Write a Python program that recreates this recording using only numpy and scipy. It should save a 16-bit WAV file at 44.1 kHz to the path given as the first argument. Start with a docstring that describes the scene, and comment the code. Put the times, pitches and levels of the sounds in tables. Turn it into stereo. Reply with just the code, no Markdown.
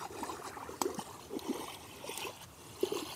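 """Bare feet wade through shallow water, a few metres left of two microphones on a quiet open shore.
Each push or pull of a foot stirs a low gurgle, a slosh of small bubbles and a fizz of wet mud,
while larger air pockets plop and thin mud films snap. At about 0.8 s a sole lands with one wet
smack, and the slosh turns duller as the feet leave the water for soft mud. The squelching goes on,
with the sharpest snap near 2.2 s and the loudest plop near 2.8 s."""
import sys
import numpy as np
from scipy import signal
from scipy.fft import rfft, irfft
from scipy.io import wavfile
from scipy.ndimage import map_coordinates

SR = 44100
rng = np.random.default_rng(int(sys.argv[2]) if len(sys.argv) > 2 else 0)


def inscribe(sig):
    """Save sig as 16-bit PCM at rate SR to the path in sys.argv[1].

    A 1-D sig is mono; a 2-D sig holds one channel per row.
    Samples are clipped to [-1, 1] before scaling.
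    """
    pcm = np.round(np.clip(np.atleast_2d(sig).T, -1, 1) * 32767)
    wavfile.write(sys.argv[1], SR, pcm.astype(np.int16))


N = 138915


def squelches():
    """Each foot movement stirs three swarms of bubbles that swell and fade: gurgle, slosh and fizz."""
    # foot movements: (strongest at [s], rise [s], fall [s], gurgle [dB], slosh [dB], fizz [dB])
    movements = [(0.038, 0.09, 0.036, -53, -44, -49), (0.262, 0.15, 0.14, -48, -45.5, -48),
                 (0.468, 0.037, 0.036, -53, -49.5, -44.5), (0.55, 0.21, 0.2, -55, -46, -58),
                 (0.73, 0.055, 0.068, -51.5, -52.5, -51.5), (0.88, 0.071, 0.078, -42, -46, -51),
                 (1.006, 0.038, 0.026, -46, -45, -44), (1.063, 0.023, 0.13, -55, -45.5, -52.5),
                 (1.21, 0.015, 0.071, -54.5, -51, -54), (1.362, 0.062, 0.03, -41.5, -46, -57),
                 (1.46, 0.064, 0.043, -52, -47.5, -49.5), (1.596, 0.12, 0.054, -41, -45, -47.5),
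                 (1.7, 0.1, 0.065, -58, -47, -46.5), (1.932, 0.21, 0.21, -55.5, -50.5, -51.5),
                 (2.1, 0.04, 0.042, -50.5, -45.5, -43.5), (2.191, 0.089, 0.09, -59, -48, -42),
                 (2.241, 0.073, 0.067, -51, -43, -45.5), (2.34, 0.054, 0.058, -68.5, -50, -51.5),
                 (2.429, 0.027, 0.022, -73, -47, -47), (2.762, 0.23, 0.07, -56.5, -56, -53),
                 (2.89, 0.09, 0.11, -51, -44, -44.5), (2.988, 0.043, 0.03, -45, -46.5, -42),
                 (3.078, 0.078, 0.092, -54, -45.5, -43.5)]
    t, powers = np.arange(N) / SR, np.zeros((3, N))
    for at, rise, fall, *levels_db in movements:
        width = np.where(t < at, rise, fall)
        swell = np.exp(-abs((t - at) / width) ** 3.3)  # a flat top with steep sides
        powers += (amp(levels_db)[:, None] * swell) ** 2
    swarms = gurgle(), slosh(), fizz()
    return sum(np.sqrt(power) * unit_level(swarm) for power, swarm in zip(powers, swarms))


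def gurgle():
    """The biggest bubbles in the stirred mud ring lowest."""
    # tone of the gurgle: (frequency [Hz], level [dB])
    tone = [(60, -45), (170, -23.5), (270, -3.5), (400, 2), (520, -4.5), (700, -25), (1500, -45)]
    return colour(bubble_swarm(177, 628, per_s=700, cycles=2.6, spread_db=-0.5, glide=0.014), tone)


def slosh():
    """Small bubbles sound bright in water and duller once the feet are in mud."""
    # tone of the slosh: (frequency [Hz], level [dB])
    tone = [(300, -23), (580, -13), (900, -0.5), (1500, -4.5), (2200, -7), (3500, -18)]
    ashore_s, blend_s, dull_hz = 0.8, 0.084, 1840
    bubbles = bubble_swarm(551, 3033, per_s=900, cycles=4.78, spread_db=1, glide=0.018)
    in_water = unit_level(colour(bubbles, tone))
    treble_cut = signal.butter(2, dull_hz, fs=SR, output="sos")
    in_mud = unit_level(signal.sosfilt(treble_cut, in_water))
    ashore = .5 + .5 * np.tanh((np.arange(N) / SR - ashore_s) / blend_s)
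    return (1 - ashore) * in_water + ashore * in_mud


def fizz():
    """The tiniest bubbles in wet mud blur into a fizz, with sparser wet ticks among them."""
    # tone of the fizz: (frequency [Hz], level [dB])
    tone = [(700, -41), (1800, -7.5), (2500, -4), (4200, -1.5), (7300, -4), (8500, -2), (11300, -6.5),
            (12100, -6), (15500, -12.5)]
    ticks = bubble_swarm(1830, 12800, per_s=450, cycles=1.35, spread_db=2, glide=0.011)
    bubbles = bubble_swarm(1443, 15440, per_s=6000, cycles=7.2, spread_db=1.5, glide=0.012)
    return colour(bubbles + amp(-6.5) * ticks, tone)


def bubble_swarm(lo_hz, hi_hz, per_s, cycles, spread_db, glide, sizes=24, bunch_hz=16, bunch_db=6):
    """Each bubble rings and rises in pitch as it dies; bubbles of like size burst in bunches."""
    out = np.zeros(N)
    bunches = np.tanh(wobble(sizes, N, bunch_hz))
    for hz, bunch in zip(np.geomspace(lo_hz, hi_hz, sizes), bunches):
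        age = np.arange(int(6 * cycles * SR / hz) + 2) * hz / SR / cycles  # counted in fade times
        shape = (1 - np.exp(-4 * age)) * np.exp(-age)
        bubble = shape * np.sin(2 * np.pi * cycles * age * (1 + glide * age))
        gap, loudness, coin = rng.exponential(size=(3, 2000))
        starts = (np.cumsum(gap) * sizes / per_s * SR).astype(int)
        flip = np.sign(coin - np.log(2))  # half the waves start downward
        strength = flip * amp(spread_db * np.minimum(loudness, 4))
        bursts = np.bincount(starts[starts < N], strength[starts < N], N) * amp(bunch_db * bunch)
        out += np.sqrt(hz / lo_hz) * signal.oaconvolve(bursts, bubble)[:N]
    return unit_level(out)


def plops(rise_cycles=2.63, roughness=0.15, glide_s=0.038):
    """Bursting air pockets ring briefly and unevenly, sliding in pitch as the mud moves."""
    # air pockets: (time [s], level [dB], pitch [Hz], fade [s], pitch slide [octaves/s])
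    pockets = [(0.026, -35, 1050, 0.008, -11), (0.05, -34, 848, 0.0091, -9.5), (0.102, -38, 380, 0.0068, 3),
               (0.152, -39.5, 398, 0.011, -14.5), (0.215, -36.5, 259, 0.0075, 8.5),
               (0.229, -31.5, 870, 0.0098, 14.5), (0.293, -30.5, 962, 0.0094, 11),
               (0.446, -40.5, 1107, 0.018, 26), (0.568, -38.5, 930, 0.009, -20),
               (0.627, -34, 880, 0.006, 12.5), (0.688, -35, 417, 0.004, 25), (0.85, -26, 340, 0.011, 15.5),
               (0.975, -29.5, 196, 0.0022, 1), (0.9905, -27.5, 822, 0.0041, 10.5),
               (1.108, -36.5, 960, 0.003, 23), (1.193, -35.5, 956, 0.0027, 12),
               (1.329, -36, 411.7, 0.025, -2.5), (1.362, -24.5, 314, 0.0022, -11),
               (1.479, -33, 373, 0.0076, -14), (1.49, -25, 260, 0.007, 3.5), (1.504, -25, 342, 0.0022, 1),
               (1.68, -30, 1077, 0.0044, 17), (2.039, -35.5, 520, 0.01, 13),
               (2.089, -32.5, 382, 0.0032, 22), (2.241, -32, 2570, 0.006, 4),
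               (2.244, -37, 330, 0.024, 16.5), (2.293, -37, 586, 0.0036, 10),
               (2.828, -18, 398.5, 0.0064, -7), (2.866, -32.5, 397, 0.0058, -1),
               (2.917, -24, 368, 0.0079, 15.5), (2.95, -28.5, 430, 0.01, -15),
               (2.969, -27.5, 1030, 0.0022, 13), (3.019, -32.5, 309, 0.011, 1)]
    out, t = np.zeros(N), np.arange(SR // 8) / SR
    for at, db, hz, fade_s, glide in pockets:
        rise_s = rise_cycles / hz
        swell = np.sin(np.pi / 2 * np.minimum(t / rise_s, 1)) ** 2
        fade = np.exp(-np.maximum(t - rise_s, 0) / fade_s)
        turns = np.cumsum(hz * 2 ** (glide * np.minimum(t, glide_s))) / SR
        shiver, sway = roughness * wobble(2, len(t), hz / 2)
        ring = (1 + shiver) * np.sin(2 * np.pi * turns + sway)
        add(out, at, amp(db) * swell * fade * ring)
    return out


def smack(at_s=0.8158, rise_s=0.0014, crack_s=0.0023, spray_db=-27.5, spray_s=0.033):
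    """A sole slaps wet mud: a bright crack, a faint spray after it and briefly ringing hollows."""
    # hollows rung by the slap: (pitch [Hz], level [dB], fade [s])
    hollows = [(305.6, -20, 0.0036), (920, -8, 0.0013), (6620, -26, 0.004), (7880, -21.5, 0.0031)]
    # tone of the wet crack: (frequency [Hz], level [dB])
    tone = [(2700, -6.5), (4600, 6), (7700, -9), (9500, -8.5), (13000, -5.5), (15500, -17)]
    out, t = np.zeros(N), np.arange(SR // 8) / SR
    ring = sum(amp(db) * np.exp(-t / fade_s) * np.sin(2 * np.pi * hz * t) for hz, db, fade_s in hollows)
    noise = unit_level(colour(rng.standard_normal(N), tone))[:len(t)]
    fade = np.exp(-t / crack_s) + amp(spray_db) * np.exp(-t / spray_s)
    crack = amp(-17) * fade * noise
    add(out, at_s, np.minimum(t / rise_s, 1) * (ring + crack))
    return out


def snaps(crack_s=0.0019, drop_s=0.00199, roughness=0.7):
    """Thin films of mud break with a crack and a short, rough chirp down to their pitch."""
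    # mud films: (time [s], level [dB], pitch [Hz], fade [s])
    films = [(0.236, -33, 1650, .006), (0.946, -34, 4200, .0015), (1.392, -30.5, 3100, .0028),
             (1.744, -37, 3250, .007), (2.1755, -23, 5800, .0018), (2.81, -33, 9000, .002),
             (2.853, -36.5, 3000, .008), (2.984, -34.5, 3700, .006)]
    out, t = np.zeros(N), np.arange(SR // 25) / SR
    for at, db, hz, fade_s in films:
        crack = 0.52 * rng.standard_normal(len(t)) * np.exp(-t / crack_s)
        turns = np.cumsum(hz * (1 + 0.64 * np.exp(-t / drop_s))) / SR
        chirp = np.sin(2 * np.pi * turns + roughness * wobble(1, len(t), hz / 10)[0])
        add(out, at, amp(db) * (crack + chirp * np.exp(-t / fade_s)))
    return out


def place(sound, scatter_db=0, spots=7, scatter_s=0.003):
    """Sound reaches the left microphone first; rough ground scatters it differently as the feet move."""
    # the feet's path on the left: (time [s], head start at the left microphone [ms])
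    path = [(.85, 0.14), (1.1, 0.26), (1.4, 0.32), (2.15, 0.3365), (3.0, 0.28)]
    # share of the sound that bounces off the mud: (frequency [Hz], level [dB])
    bounce = [(400, -24), (1400, -11), (3200, -5), (12000, -2.5)]
    n, t = np.arange(N), np.arange(SR // 12) / SR
    lead_ms = np.interp(n / SR, *np.transpose(path))
    right = map_coordinates(sound, [n - lead_ms * SR / 1000], order=5)
    pair = np.array([sound, right])
    share = np.minimum(amp(curve(bounce) + scatter_db), 1)
    scattered = 0
    for spot in range(spots):
        nearness = np.cos(np.pi / 2 * np.clip(n / N * (spots - 1) - spot, -1, 1))
        echoes = rfft(rng.standard_normal((2, len(t))) * np.exp(-t / scatter_s), N)
        scattered += rfft(pair * nearness) * echoes / abs(echoes)  # smears time, keeps the tone
    direct = rfft(pair) * np.sqrt(1 - share ** 2)
    return irfft(direct + share * scattered, N)


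def shore(level_db=-54):
    """Open air and water make a faint, steady rumble and hiss."""
    # tone of the shore: (frequency [Hz], level [dB])
    tone = [(40, -24.5), (80, 3.5), (180, -2), (400, -11.5), (620, -9.5), (1100, -8), (1800, -18.5),
            (10000, -20.5), (16000, -26)]
    # how alike left and right are: (frequency [Hz], likeness [0 to 1])
    likeness = [(400, 0.88), (900, 0.059), (2000, 0.02)]
    left, other = rfft(rng.standard_normal((2, N)))
    alike = curve(likeness)
    right = alike * left + np.sqrt(1 - alike ** 2) * other
    noise = irfft(np.array([left, right]), N)
    return amp(level_db) * unit_level(colour(noise, tone))


def amp(db):
    """Turns decibels into a number to multiply by."""
    return 10 ** (np.asarray(db) / 20)


def unit_level(sound):
    """Scales a sound to an average (rms) level of 1."""
    return sound / np.sqrt(np.mean(sound ** 2) + 1e-20)


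def curve(points):
    """Joins (frequency [Hz], value) points into a line across all frequencies."""
    hz, value = np.transpose(points)
    return np.interp(np.log(np.fft.rfftfreq(N, 1 / SR) + 1), np.log(hz + 1), value)


def colour(sound, tone):
    """Turns each frequency up or down by a table of (frequency [Hz], level [dB])."""
    return irfft(rfft(sound) * amp(curve(tone)), N)


def add(mix, at_s, sound):
    """Mixes a sound in at the given time."""
    part = mix[max(round(at_s * SR), 0):][:len(sound)]
    part += sound[:len(part)]


def wobble(count, size, hz):
    """Rows of smooth random motion, up to about the given rate."""
    spectrum = rfft(rng.standard_normal((count, size)))
    frequencies = np.fft.rfftfreq(size, 1 / SR)
    return unit_level(irfft(spectrum / (1 + (frequencies / hz) ** 4), size))


def scene(low_cut_hz=150):
    """The footsteps on the quiet shore."""
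    low_cut = signal.butter(2, low_cut_hz, "high", fs=SR, output="sos")  # the footsteps carry no deep bass
    soft, sharp = signal.sosfilt(low_cut, [squelches() + plops(), snaps() + smack()])
    return shore() + place(soft) + place(sharp, scatter_db=-1)  # sounds on the surface scatter less


def record(dry, top_hz=15650):
    """Two slightly unlike microphones pick up the scene, and the highest treble is cut off."""
    # balance of the microphones: (frequency [Hz], left minus right [dB])
    balance = [(350, -.8), (900, 1), (5000, .8), (14000, 4.5)]
    sides_db = np.outer([1, -1], curve(balance)) / 2
    pair = irfft(rfft(dry) * amp(sides_db), N)
    treble_cut = signal.firwin(511, top_hz, window=("kaiser", 9), fs=SR)
    return signal.oaconvolve(pair, treble_cut[None], "same")


dry = scene()
out = record(dry)
inscribe(out)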